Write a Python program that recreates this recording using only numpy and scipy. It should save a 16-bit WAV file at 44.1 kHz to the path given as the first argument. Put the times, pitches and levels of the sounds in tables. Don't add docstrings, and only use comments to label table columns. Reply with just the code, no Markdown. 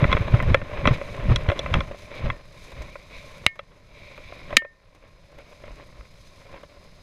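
import sys
import numpy as np
from scipy import signal
from scipy.fft import rfft, irfft, next_fast_len
from scipy.io import wavfile

SR = 44100
rng = np.random.default_rng(int(sys.argv[2]) if len(sys.argv) > 2 else 0)


def put_to_file(sound):
    columns = np.atleast_2d(sound).T
    safe = np.clip(columns, -1, 1)
    whole_steps = np.round(safe * 32767)
    wavfile.write(sys.argv[1], SR, whole_steps.astype(np.int16))


N = 309582
T = np.arange(N) / SR

# freq_hz, relative_db
CRUNCH_SPECTRUM = [(130, -25), (250, 3), (450, 1.5), (800, -6.5), (1350, -6), (2100, -11), (3200, -22),
                   (7000, -63.5)]
# pitch_hz, relative_db, t60_s
FITTING_MODES = [(1814, 0, .245), (2902, -12, 0.11), (3138, -10, 0.083)]


def from_db(db):
    return 10 ** (np.asarray(db) / 20)


def unit_rms(x):
    return x / np.sqrt(np.mean(x ** 2) + 1e-20)


def power_sum(*gains):
    return np.sqrt(sum(gain ** 2 for gain in gains))


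def at_hz(points, hz):
    known_hz, values = np.transpose(points)
    return np.interp(np.log(hz + 1e-3), np.log(known_hz), values)


def add(out, start_s, sound):
    start = max(round(start_s * SR), 0)
    out[start:start + len(sound)] += sound[:N - start]


def drift(rate_hz):
    hz = np.fft.rfftfreq(N, 1 / SR)
    return unit_rms(irfft(rfft(rng.standard_normal(N)) / (1 + (hz / rate_hz) ** 2), N))


def swell(middle_s, length_s):
    return np.exp(-np.minimum(2 * ((T - middle_s) / length_s) ** 2, 50))


def coloured(x, spectrum):
    size = next_fast_len(N + SR // 10)
    gain = from_db(at_hz(spectrum, np.fft.rfftfreq(size, 1 / SR)))
    return unit_rms(irfft(rfft(x, size) * gain, size)[:N])


def ring(force, hz, t60_s):
    radius, angle = from_db(-60 / (t60_s * SR)), 2 * np.pi * hz / SR
    return signal.lfilter([0, np.sin(angle)], [1, -2 * radius * np.cos(angle), radius ** 2], force + 1e-18)


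def contact(t, chatter_s, chatter_gain):
    force = rng.standard_normal(len(t)) * np.exp(-t / chatter_s)
    force = chatter_gain * force / np.linalg.norm(force)
    force[0] += 1
    return signal.sosfilt(signal.butter(2, 10500, fs=SR, output="sos"), force)


def struck(modes, force, hardness, detune):
    out = 0
    for k, (hz, mode_db, t60_s) in enumerate(modes):
        mode = ring(force, hz * np.exp(detune * rng.standard_normal()), t60_s)
        out += (-1) ** k * from_db(mode_db + at_hz(hardness, hz)) * mode / np.abs(mode).max()
    return out


def through_case(x):
    # centre_hz, width_hz, lift_db
    case_peaks = [(584, 79, 14), (1040, 82, 11), (2270, 620, 9.5), (3800, 620, 13.5), (6220, 890, 10.5)]
    case_whistles = [(5050, 140, 9), (10020, 380, 7), (12680, 230, 10)]
    for centre_hz, width_hz, lift_db in case_peaks + case_whistles:
        band = signal.lfilter(*signal.iirpeak(centre_hz, centre_hz / width_hz, fs=SR), x)
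        x = x + (from_db(lift_db) - 1) * band
    return unit_rms(x)


def mic_hiss():
    # freq_hz, relative_db
    hiss_spectrum = [(2800, -20), (4200, 2), (5100, -0.5), (6200, -17), (10000, -13), (15000, -22)]
    return from_db(-64.5) * through_case(coloured(rng.standard_normal(N), hiss_spectrum))


def swell_envelopes():
    # middle_s, length_s, swish_db, hiss_db
    swells = [(0.36, 0.15, -61, -62), (0.943, 0.019, -33.5, -52.5), (1.073, 0.17, -48, -57.5),
              (1.32, 0.024, -39, -58), (2.014, 0.095, -51, -56), (2.171, 0.053, -39.5, -61),
              (2.635, 0.14, -54, -58.5), (2.85, 0.19, -50.5, -66), (3.174, 0.066, -46, -72),
              (3.294, 0.34, -51.5, -59.5), (4.041, 0.17, -44.5, -61.5), (4.332, 0.23, -47.5, -68),
              (5.52, 0.14, -57, -64), (6.305, 0.26, -63, -65)]
    swish, hiss = np.zeros((2, N))
    for middle_s, length_s, swish_db, hiss_db in swells:
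        touch = swell(middle_s, length_s)
        swish += from_db(swish_db) * touch
        hiss += from_db(hiss_db) * touch
    return swish, hiss


def twig_envelopes(decay_s=0.0089):
    # start_s, crunch_db, tick_db
    twigs = [(0.426, -21, -73), (1.292, -25, -63), (1.912, -32.5, -59), (2.719, -33, -60),
             (2.82, -51, -46.5), (3.148, -57, -65), (3.556, -36, -51), (4.178, -32.5, -71),
             (4.949, -38.5, -51.5), (5.386, -33.5, -60), (5.513, -40, -67), (6.633, -39, -70)]
    crunch, tick = np.zeros((2, N))
    burst = np.exp(-T[:SR // 10] / decay_s)
    for start_s, crunch_db, tick_db in twigs:
        add(crunch, start_s, from_db(crunch_db) * burst)
        add(tick, start_s, from_db(tick_db) * burst)
    return crunch, tick


def step_envelopes(rise_s=0.05, fall_s=0.044, swing_lead_s=0.14):
    # peak_s, crunch_db, shake_db
    steps = [(0.12, -27, -28.5), (0.345, -32.5, -29), (0.497, -29, -20), (0.888, -24.5, -22),
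             (1.312, -30.5, -21), (1.512, -42, -53), (1.763, -29.5, -24), (2.262, -31.5, -30.5),
             (2.81, -39.5, -38.5), (4.536, -36.5, -41.5), (5.05, -43, -64), (5.401, -43.5, -54),
             (5.68, -49, -48.5), (5.81, -46.5, -60), (6.546, -43, -51.5)]
    crunch, shake = np.zeros((2, N))
    for peak_s, crunch_db, shake_db in steps:
        weight = np.exp(-np.maximum((peak_s - T) / rise_s, (T - peak_s) / fall_s))
        leg_swing = from_db(-12.5) * swell(peak_s - swing_lead_s, length_s=0.076)
        crunch += from_db(crunch_db) * (weight + leg_swing)
        shake += from_db(shake_db) * weight
    return crunch, shake


def walk_envelopes():
    # time_s, effort_db
    effort = [(0.01, -30), (0.7, -42.5), (1.7, -37), (1.95, -47), (2.45, -52), (3.3, -50), (3.8, -49.5),
              (4.9, -52), (5.75, -54), (6.2, -54.5), (7.01, -54.5)]
    effort_db = np.interp(T, *np.transpose(effort))
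    push = from_db(effort_db)
    step_crunch, step_shake = step_envelopes()
    swell_swish, swell_hiss = swell_envelopes()
    twig_crunch, twig_tick = twig_envelopes()
    blade_hiss = from_db(-48.5 + 0.32 * effort_db)
    shake = power_sum(from_db(-3) * push, step_shake)
    crunch = power_sum(push, step_crunch, twig_crunch, from_db(-7) * swell_swish)
    swish = power_sum(from_db(-12.5) * push, from_db(-12.5) * step_crunch, swell_swish)
    hiss = power_sum(blade_hiss, from_db(-36.5) * step_crunch, swell_hiss, twig_tick)
    return shake, crunch, swish, hiss


def rustle(spectrum, snaps_per_s, spread_db, clump_db, friction_db):
    sizes = from_db(spread_db * np.minimum(rng.exponential(1, N), 4)) * rng.choice([-1, 1], N)
    clumps = from_db(clump_db * drift(rate_hz=45))
    snaps = unit_rms(sizes * clumps * (rng.random(N) < snaps_per_s / SR))
    friction = from_db(friction_db) * np.sqrt(clumps) * rng.standard_normal(N)
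    return through_case(coloured(snaps + friction, spectrum))


def vegetation(crunch, swish, hiss):
    # freq_hz, relative_db
    swish_spectrum = [(900, -13), (1700, -5.5), (2350, 7.5), (2950, -8.5), (3900, -7), (8000, -29.5)]
    needle_spectrum = [(3000, -8.5), (5000, -11), (6500, -10), (8500, -10), (11500, -12.5), (15000, -23.5)]
    stalks = rustle(CRUNCH_SPECTRUM, snaps_per_s=800, spread_db=2.5, clump_db=3.4, friction_db=-0.5)
    foliage = rustle(swish_spectrum, snaps_per_s=2200, spread_db=3.2, clump_db=2.3, friction_db=0.5)
    needles = rustle(needle_spectrum, snaps_per_s=90, spread_db=-5.5, clump_db=3, friction_db=9)
    return from_db(-0.5) * crunch * stalks + from_db(-1) * swish * foliage + from_db(2) * hiss * needles


def mount_rumble(shake):
    # freq_hz, relative_db
    rumble_spectrum = [(25, 3.5), (110, -3.5), (170, -6), (260, -19), (450, -33.5), (1000, -76)]
    lumps = from_db(2 * drift(rate_hz=20))
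    return from_db(7.5) * shake * coloured(rng.standard_normal(N) * lumps, rumble_spectrum)


def mount_jolts():
    # start_s, envelope_peak_db, pitch_hz, rise_s
    jolts = [(.025, -5.5, 130, 0.0045), (0.052, -1, 70.4, 0.001), (0.149, -5, 49.5, 0.002),
             (.205, -11.5, 108, 0.0052), (0.337, -3, 112, 0.0051), (0.47, -14.5, 96.5, 0.026),
             (0.873, -13.5, 250, 0.0038), (0.906, -9.5, 122, 0.0065), (1.292, -8.5, 55, 0.0072),
             (1.312, -7, 118.4, 0.0077), (1.485, -7.5, 90, 0.0044), (1.709, -20, 77, 0.01),
             (1.751, -15.5, 70.5, 0.013), (2.238, -22, 128, 0.0053), (2.287, -20, 107, 0.006),
             (3.465, -13, 78, 0.003), (4.569, -14.5, 240, 0.0036), (5.698, -35, 38.7, 0.02),
             (5.988, -33.5, 48.8, 0.0088)]
    swing, drag = np.zeros((2, N))
    t = T[:SR // 5]
    for start_s, peak_db, pitch_hz, rise_s in jolts:
        push = from_db(peak_db) * t / rise_s * np.exp(1 - t / rise_s)
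        add(swing, start_s, push * np.sin(2 * np.pi * pitch_hz * t))
        add(drag, start_s, push)
    return swing + from_db(-19.5) * drag * coloured(rng.standard_normal(N), CRUNCH_SPECTRUM)


def gear_knocks():
    # start_s, thud_db, clack_db, crack_db
    knocks = [(0.041, -27, -17.5, -36), (0.1156, -38, -22.5, -33), (0.1271, -28, -14.5, -24),
              (0.167, -28.5, -22.5, -37.5), (0.4007, -33, -20.5, -46), (0.544, -14, -8.5, -24.5),
              (0.615, -36, -29.5, -52), (0.854, -22.5, -15, -36), (0.8735, -22.5, -14, -21.5),
              (0.884, -31, -23, -40), (1.0133, -28, -31.5, -51), (1.36, -45, -26, -22),
              (1.4883, -29, -23.5, -34.5), (1.4985, -26.5, -21, -36), (1.5165, -23, -27.5, -38),
              (1.5918, -30, -33, -27), (1.6606, -36, -26.5, -45), (1.74, -31.5, -15, -21),
              (1.8054, -30.5, -25, -33.5), (1.9448, -36, -45, -73), (2.301, -46, -19.5, -34.5),
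              (2.9546, -38.5, -36, -69), (3.5915, -31, -23.5, -34.5), (4.3224, -37.5, -41, -64),
              (4.5063, -34, -45, -48), (4.5271, -29.5, -29.5, -52), (4.62, -29, -31.5, -50),
              (4.648, -27.5, -28, -48), (5.6374, -37.5, -44.5, -58), (6.008, -61, -45.5, -65)]
    # pitch_hz, relative_db, t60_s
    case_modes = [(308, -11.5, 0.022), (562.3, 10, 0.04), (693, 5.5, 0.016), (1050, 1, 0.035),
                  (1287, 2.5, 0.022), (1419, 2, .016), (1626, -1, .013), (2033, 1, 0.025),
                  (2367, -2, 0.022), (2657, -2.5, 0.035), (3365, 9, 0.013), (4025, 2.5, 0.013),
                  (5450, -1.5, 0.0054), (10400, -15.5, 0.0015)]
    out, t = np.zeros(N), T[:SR // 4]
    fitting = sum(from_db(db) * ring(t == 0, hz, t60_s) for hz, db, t60_s in FITTING_MODES)
    for start_s, thud_db, clack_db, crack_db in knocks:
        top_db = crack_db + (crack_db - clack_db)
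        hardness = [(650, thud_db), (1050, clack_db), (2400, clack_db), (3400, crack_db), (9000, top_db)]
        force = contact(t, chatter_s=0.0028, chatter_gain=0.98)
        add(out, start_s, struck(case_modes, force, hardness, detune=0.017))
        add(out, start_s, from_db(clack_db - 22.5) * fitting)
    return out


def metal_clinks(rattle_db=-38.5, rattle_decay_s=0.01):
    # start_s, touch_gap_s, snap_peak_db, body_db, sparkle_db, first_ring_db, second_ring_db
    clinks = [(3.464, 0.00065, 10.3, -7.5, -7.5, -23.5, -14), (4.5679, 0.0016, 12.26, -11, 3, -7, -15.5)]
    touches_db = [-3, 0, -4]
    # pitch_hz, relative_db, t60_s
    snap_modes = [(535, -6.5, 0.018), (1250, 1, 0.011), (2020, 0.5, 0.015), (2320, 5.5, 0.017),
                  (2800, 1, 0.011), (3867, 1.5, 0.0066), (4430, -6, .012), (4850, -5, .006),
                  (6960, -7.5, 0.0038), (10700, -7.5, 0.00062)]
    second_modes = [(2180, -2, 0.19), (2422, -7.5, 0.06)]
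    out, t = np.zeros(N), T[:SR // 2]
    for start_s, gap_s, snap_peak_db, body_db, sparkle_db, first_ring_db, second_ring_db in clinks:
        force = from_db(rattle_db) * rng.standard_normal(len(t)) * np.exp(-t / rattle_decay_s)
        for k, touch_db in enumerate(touches_db):
            touch = contact(t[:SR // 50], chatter_s=0.0004, chatter_gain=1)
            add(force, k * gap_s, from_db(touch_db) * touch)
        hardness = [(1100, body_db), (2000, 0), (3000, 0), (7000, sparkle_db)]
        snap = struck(snap_modes, force, hardness, detune=0)
        add(out, start_s, from_db(snap_peak_db) * snap / np.abs(snap).max())
        for modes, ring_db in ((FITTING_MODES, first_ring_db), (second_modes, second_ring_db)):
            for hz, mode_db, t60_s in modes:
                add(out, start_s, from_db(ring_db + mode_db) * ring(t == 0, hz, t60_s))
    return out


def gain_control(x, attack_s=0.0032, look_ahead_s=0.0015, recovery_db_per_s=12):
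    over_db = np.maximum(20 * np.log10(np.abs(x[0]) + 1e-9), 0)
    recovery_db = recovery_db_per_s * T
    cut_db = np.maximum.accumulate(over_db + recovery_db) - recovery_db
    pole = np.exp(-1 / (attack_s * SR))
    smooth_cut_db = signal.lfilter([1 - pole], [1, -pole], cut_db)
    return x * from_db(-np.interp(T + look_ahead_s, T, smooth_cut_db))


def scene():
    shake, crunch, swish, hiss = walk_envelopes()
    bed = mount_rumble(shake) + vegetation(crunch, swish, hiss) + mic_hiss()
    return (bed + mount_jolts() + gear_knocks() + metal_clinks())[None]


def record(dry):
    ducked = gain_control(dry)
    overloaded = ducked / (1 + ducked ** 8) ** (1 / 8)
    cutoff_hz = 15600
    return signal.sosfilt(signal.ellip(10, 0.2, 80, cutoff_hz, fs=SR, output="sos"), 0.93 * overloaded)


dry = scene()
out = record(dry)
put_to_file(out)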